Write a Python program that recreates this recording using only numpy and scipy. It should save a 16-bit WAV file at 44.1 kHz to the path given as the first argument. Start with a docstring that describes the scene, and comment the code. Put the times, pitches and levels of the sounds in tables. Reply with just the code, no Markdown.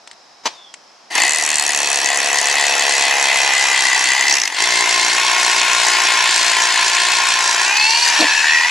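"""Hammer drill in pavement, outdoors

A cordless hammer drill bores into pavement, close by, heard in stereo. After a few ticks and a blip of the trigger
the hammer cracks away at the surface: noise bursts, one a turn, over a filtered thud and surging grit. The blows dull
as the bit sinks; it binds and nearly stalls, grinds on deeper, and speeds up as it is drawn out and pushed back to
clear the dust. Noise and blows ring the bit's resonances, gears whine as sines through the housing's filter,
the ground scatters the sound by short noise tails, and a soft wash of filtered noise lies behind.
"""
import sys
import numpy as np
from scipy import signal
from scipy.fft import rfft, irfft
from scipy.io import wavfile
from scipy.ndimage import uniform_filter1d

SR = 44100
rng = np.random.default_rng(int(sys.argv[2]) if len(sys.argv) > 2 else 0)


def inscribe(sig):
    """Save sig as 16-bit PCM at rate SR to the path in sys.argv[1].

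    A 1-D sig is mono; a 2-D sig holds one channel per row.
    Samples are clipped to [-1, 1] before scaling.
    """
    pcm = np.round(np.clip(np.atleast_2d(sig).T, -1, 1) * 32767)
    wavfile.write(sys.argv[1], SR, pcm.astype(np.int16))


N = 383669
TIME = np.arange(N) / SR  # seconds

# Motor under the changing load, before run-up and stall. Each row: time in s, hammer blows per s.
SPEED = [(1.1, 45.92), (1.34, 78.43), (1.56, 74.31), (1.99, 69.48), (2.54, 71.41), (3.65, 66.77),
         (4.02, 63.05), (4.31, 69.81), (4.56, 60.55), (5.05, 57.59), (5.16, 60.62), (6.86, 57.2),
         (7.08, 59.94), (7.59, 57.12), (7.71, 66.5), (8.02, 80), (8.34, 73.5), (8.7, 82.6)]
# How deep the bit is buried. Each row: time in s, share 0-1.
DEPTH = [(1.1, 0.04), (2.6, 0.4), (3.6, 0.69), (4.2, 0.58), (4.3, 0.13), (4.47, 0.16), (4.6, 0.89),
         (5.2, 0.86), (8.7, 0.96)]
# The trigger is pulled and the motor runs up by a power law.
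START_S, SPIN_UP_S, SPIN_UP_POWER = 1.1, .13, .59
# Near stall: starts, slowest, recovers from, ends, all in s; then the share of speed lost.
STALL, STALL_LOSS = (4.37, 4.5, 4.5, 4.64), .36

# Stages of the job. Each holds: starts, full, fades from, ends, all in s.
# The tip hits the unbroken surface [s].
BARE_STONE = (1.1, 1.14, 1.21, 1.36)
# The bit strains against the side of the hole [s].
STRAIN = (2.8, 3.249, 3.9, 4.4)
# The bit catches in the hole [s].
BIND = (4.21, 4.28, 4.481, 4.53)
# It stops cutting [s].
CHOKE = (4.33, 4.49, 4.535, 4.601)
# The motor labours through the bind and back up to speed [s].
LABOUR = (4.2, 4.398, 4.8, 5.35)
# The load comes off and the motor revs up [s].
RELEASE = (7.552, 7.69, 7.82, 8.08)
# The bit is drawn out and runs free [s].
LIFT = (7.62, 7.78, 8.05, 8.35)
# It chatters on the rim [s].
RIM = (7.95, 8.08, 8.2, 8.36)
# It slides down the finished hole [s].
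PLUNGE = (8.1, 8.38, 8.5, 8.85)

# Layer levels. Each entry: stage of the job, what it adds in dB ("boring" always applies).
# Thud of the ground [dB].
THUD_DB = dict(boring=-3, depth=1, bind=-21, choke=-6, lift=-3, plunge=-25)
# Grinding at the tip [dB].
GRIND_DB = dict(boring=0.39, choke=-8.5, lift=-2, rim=3.5)
# Crack of the blows [dB].
CRACK_DB = dict(boring=-20.5, depth=-6.5, bind=-16, choke=-10, lift=-15, plunge=-52, rim=13)
# Low gear hum [dB].
HUM_DB = dict(boring=-26, shallow=-27.5, choke=-23, labour=-4.5, plunge=-14.5)
# High gear whine [dB].
WHINE_DB = dict(boring=-24.5, shallow=-15, labour=-15, release=6.5, lift=1.5, plunge=-0.5)
# Singing of the bit [dB].
SING_DB = dict(boring=-7, bind=0, choke=-15.5, labour=2)
# Weight on the drill, heard in the thud before its layer level. Each row: time in s, level in dB.
PUSH = [(1.19, -29.5), (1.45, -36.5), (2.0, -28.5), (2.65, -25.5), (3.42, -26), (3.9, -37), (4.35, -42),
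        (4.62, -30.5), (7.6, -38.5), (8.7, -43)]
# Grinding before its layer level. Each row: time in s, level in dB.
GRIND = [(1.1, -33), (1.17, -15), (1.32, -21), (1.52, -22), (2.65, -18), (4.3, -18.5), (6.0, -16),
         (7.8, -18), (8.7, -19.5)]

# Colour of the bit's crack. Each row: frequency in Hz, level in relative dB.
CRACK = [(300, -23), (1000, -33), (3500, -13), (5200, -8), (6300, 3.5), (7700, 3), (8700, -6), (9700, -6.5),
         (11000, -15), (13000, -47)]
# Thud of the ground at a shallow hole. Each row: frequency in Hz, level in relative dB.
THUD = [(40, -16), (130, -46), (210, -26), (290, -25), (400, -5.5), (490, 2), (560, -5), (720, 9),
        (860, -3.5), (1020, -0.5), (1200, -25), (1500, -15), (2500, -32)]
# Thud from a deep hole. Each row: frequency in Hz, level in relative dB.
DEEP_THUD = [(40, -22), (130, -21.5), (175, -11.5), (240, -16.5), (345, 1.5), (415, 5), (520, -14),
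             (700, 5.5), (900, -47), (1200, -9), (2500, -22.5)]
# Grinding in a shallow hole. Each row: frequency in Hz, level in relative dB.
SHALLOW_GRIND = [(30, -29), (170, -18), (300, -0.5), (550, -3), (720, 10), (1010, 8.5), (1250, 1),
                 (1500, -0.5), (1900, 17), (2260, 5), (2700, 7), (4000, 2), (4500, 8.5), (5300, -2.5),
                 (6000, 2), (7300, -2), (10000, -8), (12500, -15)]
# Grinding in a deep hole. Each row: frequency in Hz, level in relative dB.
DEEP_GRIND = [(30, -42), (200, -24), (350, -8), (540, -9), (720, 0.5), (880, 8), (1030, 12), (1230, -2.5),
              (1550, 7.5), (1800, 10.5), (2000, 6), (2500, 7.5), (4000, 6), (4900, 4.5), (5300, 5),
              (5800, 3.5), (6400, 1.5), (7100, 1), (9000, -7), (12500, -21.5)]
# The ram's stroke in turns: lag behind the crack, how much earlier at full depth, width, rebound.
STROKE_LAG, STROKE_LEAD, STROKE_WIDTH, REBOUND_TURN = .14, .26, .14, .42
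REBOUND_SHARE = .4  # pressure of the rebound at full depth
# How far pressure swells the low crunch of the grit and its hiss, and where the two meet.
CRUNCH_SURGE, HISS_SURGE, CRUNCH_HZ = 1.6, .5, 1500

# Hard blows: force on the surface and in the bind, and their spread, in dB before the last filter.
SURFACE_DB, BINDING_DB, HARD_SPREAD_DB = 10.5, 7, 1.0
SNAP_HZ, SNAP_WIDTH_HZ = 7150, 2400
# In the bind each blow drags on the wall and weakens as the motor chokes.
DRAG_S, BINDING_CHOKE_DB = .0013, -3.5
# Ring of the jammed bit. Each row: frequency in Hz, width in Hz, level in dB.
BINDING_MODES = [(2080, 300, -1), (5750, 1500, 1.5)]
# Single blows that break off a chip. Each row: time in s, force in relative dB.
CHIPS = [(1.374, 4), (1.502, 6), (1.557, 6), (1.597, 11), (1.625, 6), (1.666, 6), (2.386, 5), (2.498, 4),
         (3.051, 4)]

# The bit sings against the wall of the hole. Each row: time in s, pitch in Hz, level in dB before stages.
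SINGING = [(1.1, 2030, -33), (1.17, 2060, -15.5), (1.5, 1956, -27.5), (2.7, 2010, -20.5), (3.4, 2037, -13),
           (4.0, 1987, -14.5), (4.59, 2060, -17.5), (4.75, 2086, -16.5), (5.3, 2167, -19.5),
           (7.6, 2210, -25), (7.8, 2183, -75)]
# It squeals on the wall going back down. Each row: time in s, pitch in Hz, level in dB.
SQUEAL_GLIDE = [(7.98, 1800, -56), (8.06, 1800, -24), (8.36, 1730, -19.5), (8.46, 1740, -17),
                (8.54, 1920, -15.5), (8.62, 1890, -20), (8.7, 2100, -22)]
# Upper modes of bit and chuck. Each row: frequency in Hz, width in Hz, level in dB against the grinding,
# dB added when shallow, dB added when straining, dB added when plunging.
BIT_MODES = [(2585, 106, -15.5, 8.5, -1, 13.5), (3204, 81, -24, -9, 11, 5.8), (4270, 250, -15.5, 0, -5, 6),
             (5655, 150, -17, 5, -1, 7), (7190, 160, -17.5, -7, 4.5, 5.7)]
SING_WIDTH_HZ, SQUEAL_WIDTH_HZ = 115, 160
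SING_THROB = .4  # power of the surge by which the singing throbs
STRUCK_SHARE = 1.1  # clean blow against scraping grit in what drives the modes

# Gear mesh. Each row: multiple of the hammer rate, level in relative dB.
MESH = [(12, 0), (18, -5), (23.9, 5), (30.3, 15), (36.5, 10), (42.3, 2.5), (59.5, 6)]
# What the housing lets out of the low mesh tones. Each row: frequency in Hz, gain in relative dB.
HUM = [(550, -10), (770, -23.5), (880, 3), (1090, -4.5), (1180, -10.5), (1500, -38.5), (3000, -30)]
# What the housing lets out of the high mesh tones. Each row: frequency in Hz, gain in relative dB.
WHINE = [(1100, -44), (1400, 3), (1560, 1.5), (1780, -3), (2050, -12), (2300, -2), (2600, 10), (2850, 4),
         (3300, -21), (4000, -21), (4350, 10), (5000, -9), (7000, -38)]
HUM_BACKLASH = .35  # share of the gears' backlash that reaches the low hum

# The lifted bit clinks loose in the chuck. 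Each row: time in s, level in dB.
CLINKS = [(7.754, -18), (7.769, -12), (7.798, -15), (7.825, -21), (7.840, -20), (7.893, -20),
          (7.907, -12.5), (7.926, -23), (7.949, -16), (7.974, -17), (7.987, -21), (8.027, -12),
          (8.052, -16), (8.078, -12), (8.144, -18), (8.209, -10)]
# Ring of the loose bit. Each row: frequency in Hz, width in Hz, level in relative dB.
CLINK_MODES = [(4400, 260, 0), (4950, 200, -10), (5780, 160, -4)]
CLINK_DECAY_S = .0055
LOOSE_DB = -27  # its buzz between the clinks
# The drill knocks on the rim going back down. Each row: time in s, strength in relative dB.
KNOCKS = [(8.2, -15.5), (8.221, -20), (8.235, -20)]
# Hollow modes of that knock. Each row: frequency in Hz, width in Hz, level in relative dB.
KNOCK_MODES = [(303, 40, -0.5), (485, 54, -5), (700, 160, -7)]

# Bit and trigger tick while the drill is placed. Each row: time in s, level in relative dB.
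TICKS = [(0.074, -13.5), (0.113, -14.5), (0.131, -27), (0.74, -10)]
# Colour of the ticks. Each row: frequency in Hz, level in relative dB.
TICK_COLOUR = [(200, -23), (900, -6), (2000, 1), (8000, -1), (12000, -33)]
# The blip of the trigger. Each row: time in s, level in relative dB.
BLIP = [(.425, -90), (.437, -41), (.453, -32), (.457, -11.5), (.476, -15.5), (.481, -24), (.5, -36.5),
        (.56, -42), (.66, -58)]
# Colour of the blip. Each row: frequency in Hz, level in relative dB.
BLIP_COLOUR = [(59, -61), (100, -28), (1000, -5.5), (1380, -17), (1520, -14), (2140, -13), (2320, -11),
               (5830, -11.5), (12000, -41)]
# The motor coasts after the blip. Each row: time in s, whistle in Hz, level in dB.
COAST = [(.5, 3900, -62), (.54, 3650, -48), (.66, 3400, -46.5), (.7, 3280, -49), (.76, 3220, -68)]
# Width of the housing's ring in the blip, and of the scratchy whistle after it.
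BLIP_RING_WIDTH_HZ, COAST_WIDTH_HZ = 90, 220

# Ground scatter against the direct sound. Each row: frequency in Hz, level in dB.
SCATTER = [(60, -4), (280, -10), (1000, -10.5), (2000, -8.5), (4500, -8.5), (8500, -5.5)]
# Left channel against right. Each row: frequency in Hz, left minus right in dB.
LEAN = [(100, 0.5), (300, 1), (700, 4), (1400, 5), (2800, 1), (5500, -0.3), (10000, 2)]
# Outdoor wash. Each row: frequency in Hz, level in relative dB.
AIR = [(24, -50), (40, -29), (245, -4.5), (456, -3.5), (700, 3.5), (950, 3.5), (1300, -2), (3470, -9),
       (5330, -2.5), (12000, -35)]
AIR_DB = -51  # nominal, before the shared and separate parts add up
CUTOFF_HZ = 13300


def hammer(blow, age, landing, pressure, state):
    """One blow a turn: the bit cracks, the ground thuds and crushed grit surges, most in its low crunch."""
    depth = state["depth"]
    # every blow differs a little in crack level, timing and thud level
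    crack_chance, time_chance, thud_chance = rng.standard_normal((blow[-1] + 1, 3))[blow].T
    strike = from_db(2 * crack_chance) * burst(age + .0003 * time_chance, .0004, .0007)
    crack = even(colour(strike * white(), CRACK)) * level(CRACK_DB, state)

    push = landing * from_db(.5 * thud_chance)
    thud = rms_one(push) + .35 * rms_one(pressure * white())
    thud = blend(thud, THUD, DEEP_THUD, depth ** 4)
    thud = thud * from_db(in_time(PUSH)[0]) * level(THUD_DB, state)

    grit = 0
    for side, surge in (("low", CRUNCH_SURGE), ("high", HISS_SURGE)):
        crossover = signal.butter(2, CRUNCH_HZ, side, fs=SR, output="sos")
        grit = grit + signal.sosfilt(crossover, even(white() * (1 + surge * pressure)))
    grind = blend(grit, SHALLOW_GRIND, DEEP_GRIND, depth)
    grind = grind * from_db(in_time(GRIND)[0]) * level(GRIND_DB, state)

    landed = blow > 0
    return landed * (crack + thud) + grind


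def hard_blows(blow, age, state):
    """Steel on stone: bright snaps at the surface and on chips, lower, longer drags while the bit binds."""
    spread = from_db(HARD_SPREAD_DB * rng.standard_normal(blow[-1] + 1))[blow]
    force = (blow > 0) * spread * white()
    chipped = sum(from_db(db) * (blow == blow[int(s * SR)]) for s, db in CHIPS)
    snap_force = stage(BARE_STONE) ** 2 * from_db(SURFACE_DB) + chipped
    snaps = force * burst(age, .0003, .0007) * snap_force
    drag_force = state["bind"] ** 4 * from_db(BINDING_DB + BINDING_CHOKE_DB * state["choke"])
    drags = force * burst(age, DRAG_S, DRAG_S) * drag_force
    rings = resonate(snaps, [(SNAP_HZ, SNAP_WIDTH_HZ, 0)]) + resonate(drags, BINDING_MODES)
    return colour(rings, [(7900, -3.5), (8700, -10), (9800, -13), (12500, -12)])


def stroke(turns, state):
    """The ram's cycle: the instant it lands, and the tip pressure that swells, eases and rebounds."""
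    phase = turns - STROKE_LAG + STROKE_LEAD * state["depth"]
    landing = np.clip(np.diff(np.floor(phase + STROKE_WIDTH / 2), prepend=0), 0, 1)
    rebound = REBOUND_SHARE * state["depth"] * swell(phase, REBOUND_TURN, STROKE_WIDTH / 2)
    return landing, swell(phase, 0, STROKE_WIDTH) + rebound


def singing_bit(landing, surge, state):
    """Blows and grit ring the bit's modes while it bores; it squeals as it goes back down."""
    drive = STRUCK_SHARE * rms_one(landing) + rms_one(surge * white())
    throb = even(surge ** SING_THROB)
    grinding = from_db(in_time(GRIND)[0]) * state["spin"] ** 2
    hz, level_db = in_time(SINGING)
    song = sung(drive, hz, SING_WIDTH_HZ) * from_db(level_db) * level(SING_DB, state)
    for mode_hz, width_hz, db, shallow_db, strain_db, plunge_db in BIT_MODES:
        stage_db = dict(boring=db, shallow=shallow_db, strain=strain_db,
                        plunge=plunge_db, choke=SING_DB["choke"])
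        song = song + sung(drive, mode_hz, width_hz) * level(stage_db, state) * grinding
    squeal_hz, squeal_db = in_time(SQUEAL_GLIDE)
    squeal = sung(drive, squeal_hz, SQUEAL_WIDTH_HZ) * from_db(squeal_db)
    return throb * (song + squeal)


def gears(speed, turns, surge, state):
    """Mesh tones follow the motor: a firm low hum, and a whine rough under load, cleaner when lifted."""
    load = 1 - state["lift"]
    wobble = speed * (.003 + .009 * load) * drift(70)
    shaken = turns + np.cumsum(wobble) / SR
    firm = rough = 0
    for multiple, level_db in MESH:
        backlash = (.5 + .25 * load) * drift(90)
        phase = 2 * np.pi * multiple * shaken
        firm = firm + from_db(level_db) * np.sin(phase + HUM_BACKLASH * backlash)
        rough = rough + from_db(level_db) * (1 + .5 * backlash) * np.sin(phase + backlash)
    hum = even(colour(firm * surge, HUM)) * level(HUM_DB, state)
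    whine = even(colour(rough * surge, WHINE)) * level(WHINE_DB, state)
    return (hum + whine) * state["spin"] ** 2


def motor(state):
    """Hammer blows per second: run-up, load, and the near stall."""
    return in_time(SPEED)[0] * state["spin"] * (1 - STALL_LOSS * stage(STALL))


def job():
    """How far each stage of the job applies at every moment, 0-1."""
    depth = np.clip(in_time(DEPTH)[0], 0, 1)
    spin = np.clip((TIME - START_S) / SPIN_UP_S, 0, 1) ** SPIN_UP_POWER
    return dict(boring=1, spin=spin, depth=depth, shallow=(1 - depth) ** 2, strain=stage(STRAIN),
                bind=stage(BIND), choke=stage(CHOKE), labour=stage(LABOUR), release=stage(RELEASE),
                lift=stage(LIFT), rim=stage(RIM), plunge=stage(PLUNGE))


def clinks(state):
    """With no weight on it, the bit is knocked about in the chuck and rings briefly each time."""
    touches = contacts(CLINKS, .00054, CLINK_DECAY_S, before_s=.01, after_s=.1)
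    buzz = from_db(LOOSE_DB) * state["lift"]
    return (touches + buzz) * even(resonate(white(), CLINK_MODES), size=200)


def knocks():
    """Each knock scuffs briefly and rings the hollow body, which is too small to radiate bass."""
    scuffs = contacts(KNOCKS, .0058, .0091, before_s=.05, after_s=.3)
    no_bass = signal.butter(5, 220, "high", fs=SR, output="sos")
    body = signal.sosfilt(no_bass, resonate(scuffs * white(), KNOCK_MODES))
    return from_db(-8) * body / np.abs(body).max()


def placing():
    """Small ticks of noise, one blip of the motor ringing the housing, and a thin whistle as it coasts."""
    touches = contacts(TICKS, .00019, .0037, before_s=.02, after_s=.2)
    ticks = .33 * colour(touches * white(), TICK_COLOUR)
    rush = rms_one(colour(white(), BLIP_COLOUR))
    ring = even(resonate(white(), [(994, BLIP_RING_WIDTH_HZ, 0)]), size=1000)
    blip = from_db(in_time(BLIP)[0]) * (.67 * rush + .36 * ring)
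    coast_hz, coast_db = in_time(COAST)
    whistle = from_db(coast_db) * sung(white(), coast_hz, COAST_WIDTH_HZ)
    return ticks + blip + whistle


def outdoors(x, near_t60, far_db, far_t60, size=14000):
    """Each side gets direct sound, quick ground scatter that slowly shifts by chance, and a faint far tail."""
    age, ears = TIME[:size], []
    t60 = np.array([[near_t60], [near_t60], [far_t60]])
    for side in (1, -1):  # left, right
        tails = rng.standard_normal((3, size)) * from_db(-60 * age / t60)
        one, other, far = [signal.oaconvolve(x, tail / np.linalg.norm(tail))[:N] for tail in tails]
        angle = 2 * np.pi * drift(1)
        scatter = colour(one * np.cos(angle) + other * np.sin(angle), SCATTER)
        heard = x + scatter + from_db(far_db) * far
        ears.append(colour(heard, [(hz, side * db / 2) for hz, db in LEAN]))
    return np.array(ears)


def background():
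    """Soft outdoor wash of noise with a narrow, steady sizzle, partly shared by the two sides."""
    wash = []
    for _ in range(3):  # shared, left, right
        sizzle = rms_one(resonate(white(), [(5270, 280, 0)]))
        wash.append(rms_one(colour(white(), AIR)) + from_db(-8) * sizzle)
    return from_db(AIR_DB) * (1.08 * wash[0] + .99 * np.array(wash[1:]))


def from_db(db):
    """Decibels to gain."""
    return 10 ** (np.asarray(db) / 20)


def rms_one(x):
    """Scale to unit power."""
    return x / np.sqrt(np.mean(x ** 2) + 1e-20)


def even(x, size=8000):
    """Hold the running power at 1, over a window of size samples."""
    return x / np.sqrt(np.maximum(uniform_filter1d(x * x, size), 1e-12))


def in_time(rows):
    """Each column of a curve at every sample."""
    s, *columns = np.transpose(rows)
    return [np.interp(TIME, s, c) for c in columns]


def stage(times):
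    """Rise from 0 to 1, hold, fall back."""
    return np.interp(TIME, times, [0, 1, 1, 0])


def level(stage_db, state):
    """Gain of a layer: every stage adds its dB as far as it applies."""
    return from_db(sum(db * state[name] for name, db in stage_db.items()))


def white():
    """White noise."""
    return rng.standard_normal(N)


def drift(rate):
    """Smooth chance of spread 1, changing about rate times a second."""
    r = np.exp(-2 * np.pi * rate / SR)
    # the first second lets the filter settle
    return rms_one(signal.lfilter([1], [1, -2 * r, r * r], rng.standard_normal(N + SR))[SR:])


def burst(age, rise_s, decay_s):
    """Envelope of a blow: swells until age 0, then dies."""
    return np.exp(-np.maximum(age, 0) / decay_s + np.minimum(age, 0) / rise_s)


def contacts(rows, rise_s, decay_s, before_s, after_s):
    """Summed envelopes of single touches, each row (s, dB)."""
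    return sum(from_db(db) * burst(np.clip(TIME - s, -before_s, after_s), rise_s, decay_s) for s, db in rows)


def swell(phase, centre, width):
    """A smooth bump once in every turn."""
    return np.exp(-.5 * (((phase - centre + .5) % 1 - .5) / width) ** 2)


def colour(x, spectrum, size=4096):
    """Causal (minimum-phase) filter with the given spectrum, by way of the cepstrum."""
    hz, level_db = np.transpose(spectrum)
    grid = np.maximum(np.arange(size // 2 + 1) * SR / size, 1)
    cepstrum = irfft(np.log(from_db(np.interp(np.log(grid), np.log(hz), level_db))))
    cepstrum[1:size // 2] *= 2
    cepstrum[size // 2 + 1:] = 0
    return signal.oaconvolve(x, irfft(np.exp(rfft(cepstrum))))[:N]


def blend(x, shallow, deep, depth):
    """The colour changes as the bit sinks; the power stays 1."""
    return even((1 - depth) * rms_one(colour(x, shallow)) + depth * rms_one(colour(x, deep)))


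def resonate(x, modes):
    """Parallel resonances of (Hz, width in Hz, dB), signs alternating."""
    out = 0
    for k, (hz, width, level_db) in enumerate(modes):
        r = np.exp(-np.pi * width / SR)
        band = signal.lfilter([1, 0, -1], [1, -2 * r * np.cos(2 * np.pi * hz / SR), r * r], x)
        out = out + (-1) ** k * from_db(level_db) * (1 - r * r) / 2 * band
    return out


def sung(drive, hz, width_hz):
    """One narrow resonance, of steady or moving pitch, kept ringing by the drive; power 1."""
    r = np.exp(-np.pi * width_hz / SR)
    carrier = np.exp(2j * np.pi * np.cumsum(hz + np.zeros(N)) / SR)
    # shift the pitch down to 0 Hz, smooth there, shift back up
    swing = signal.lfilter([1], [1, -2 * r, r * r], drive / carrier)
    return even(np.real(swing * carrier), size=1500)


def scene():
    """The drill on the pavement, in the open air."""
    state = job()
    speed = motor(state)
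    turns = np.cumsum(speed) / SR
    blow = np.round(turns).astype(int)  # number of the nearest blow
    age = (turns - blow) / np.maximum(speed, 1)  # seconds since that blow, negative ahead of it
    landing, pressure = stroke(turns, state)
    surge = 1 + pressure

    boring = hammer(blow, age, landing, pressure, state) + hard_blows(blow, age, state)
    boring = boring + gears(speed, turns, surge, state) + singing_bit(landing, surge, state)
    running = np.clip((TIME - START_S) / .008, 0, 1)
    drill = running * boring + clinks(state) + knocks() + placing()
    return outdoors(drill, near_t60=.012, far_db=-16, far_t60=.2) + background()


def record(dry):
    """At the microphone the highest peaks are rounded and the top of the treble is cut."""
    rounded = dry / (1 + (dry / .92) ** 6) ** (1 / 6)
    return signal.sosfilt(signal.cheby2(14, 70, CUTOFF_HZ, fs=SR, output="sos"), rounded)


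dry = scene()
out = record(dry)
inscribe(out)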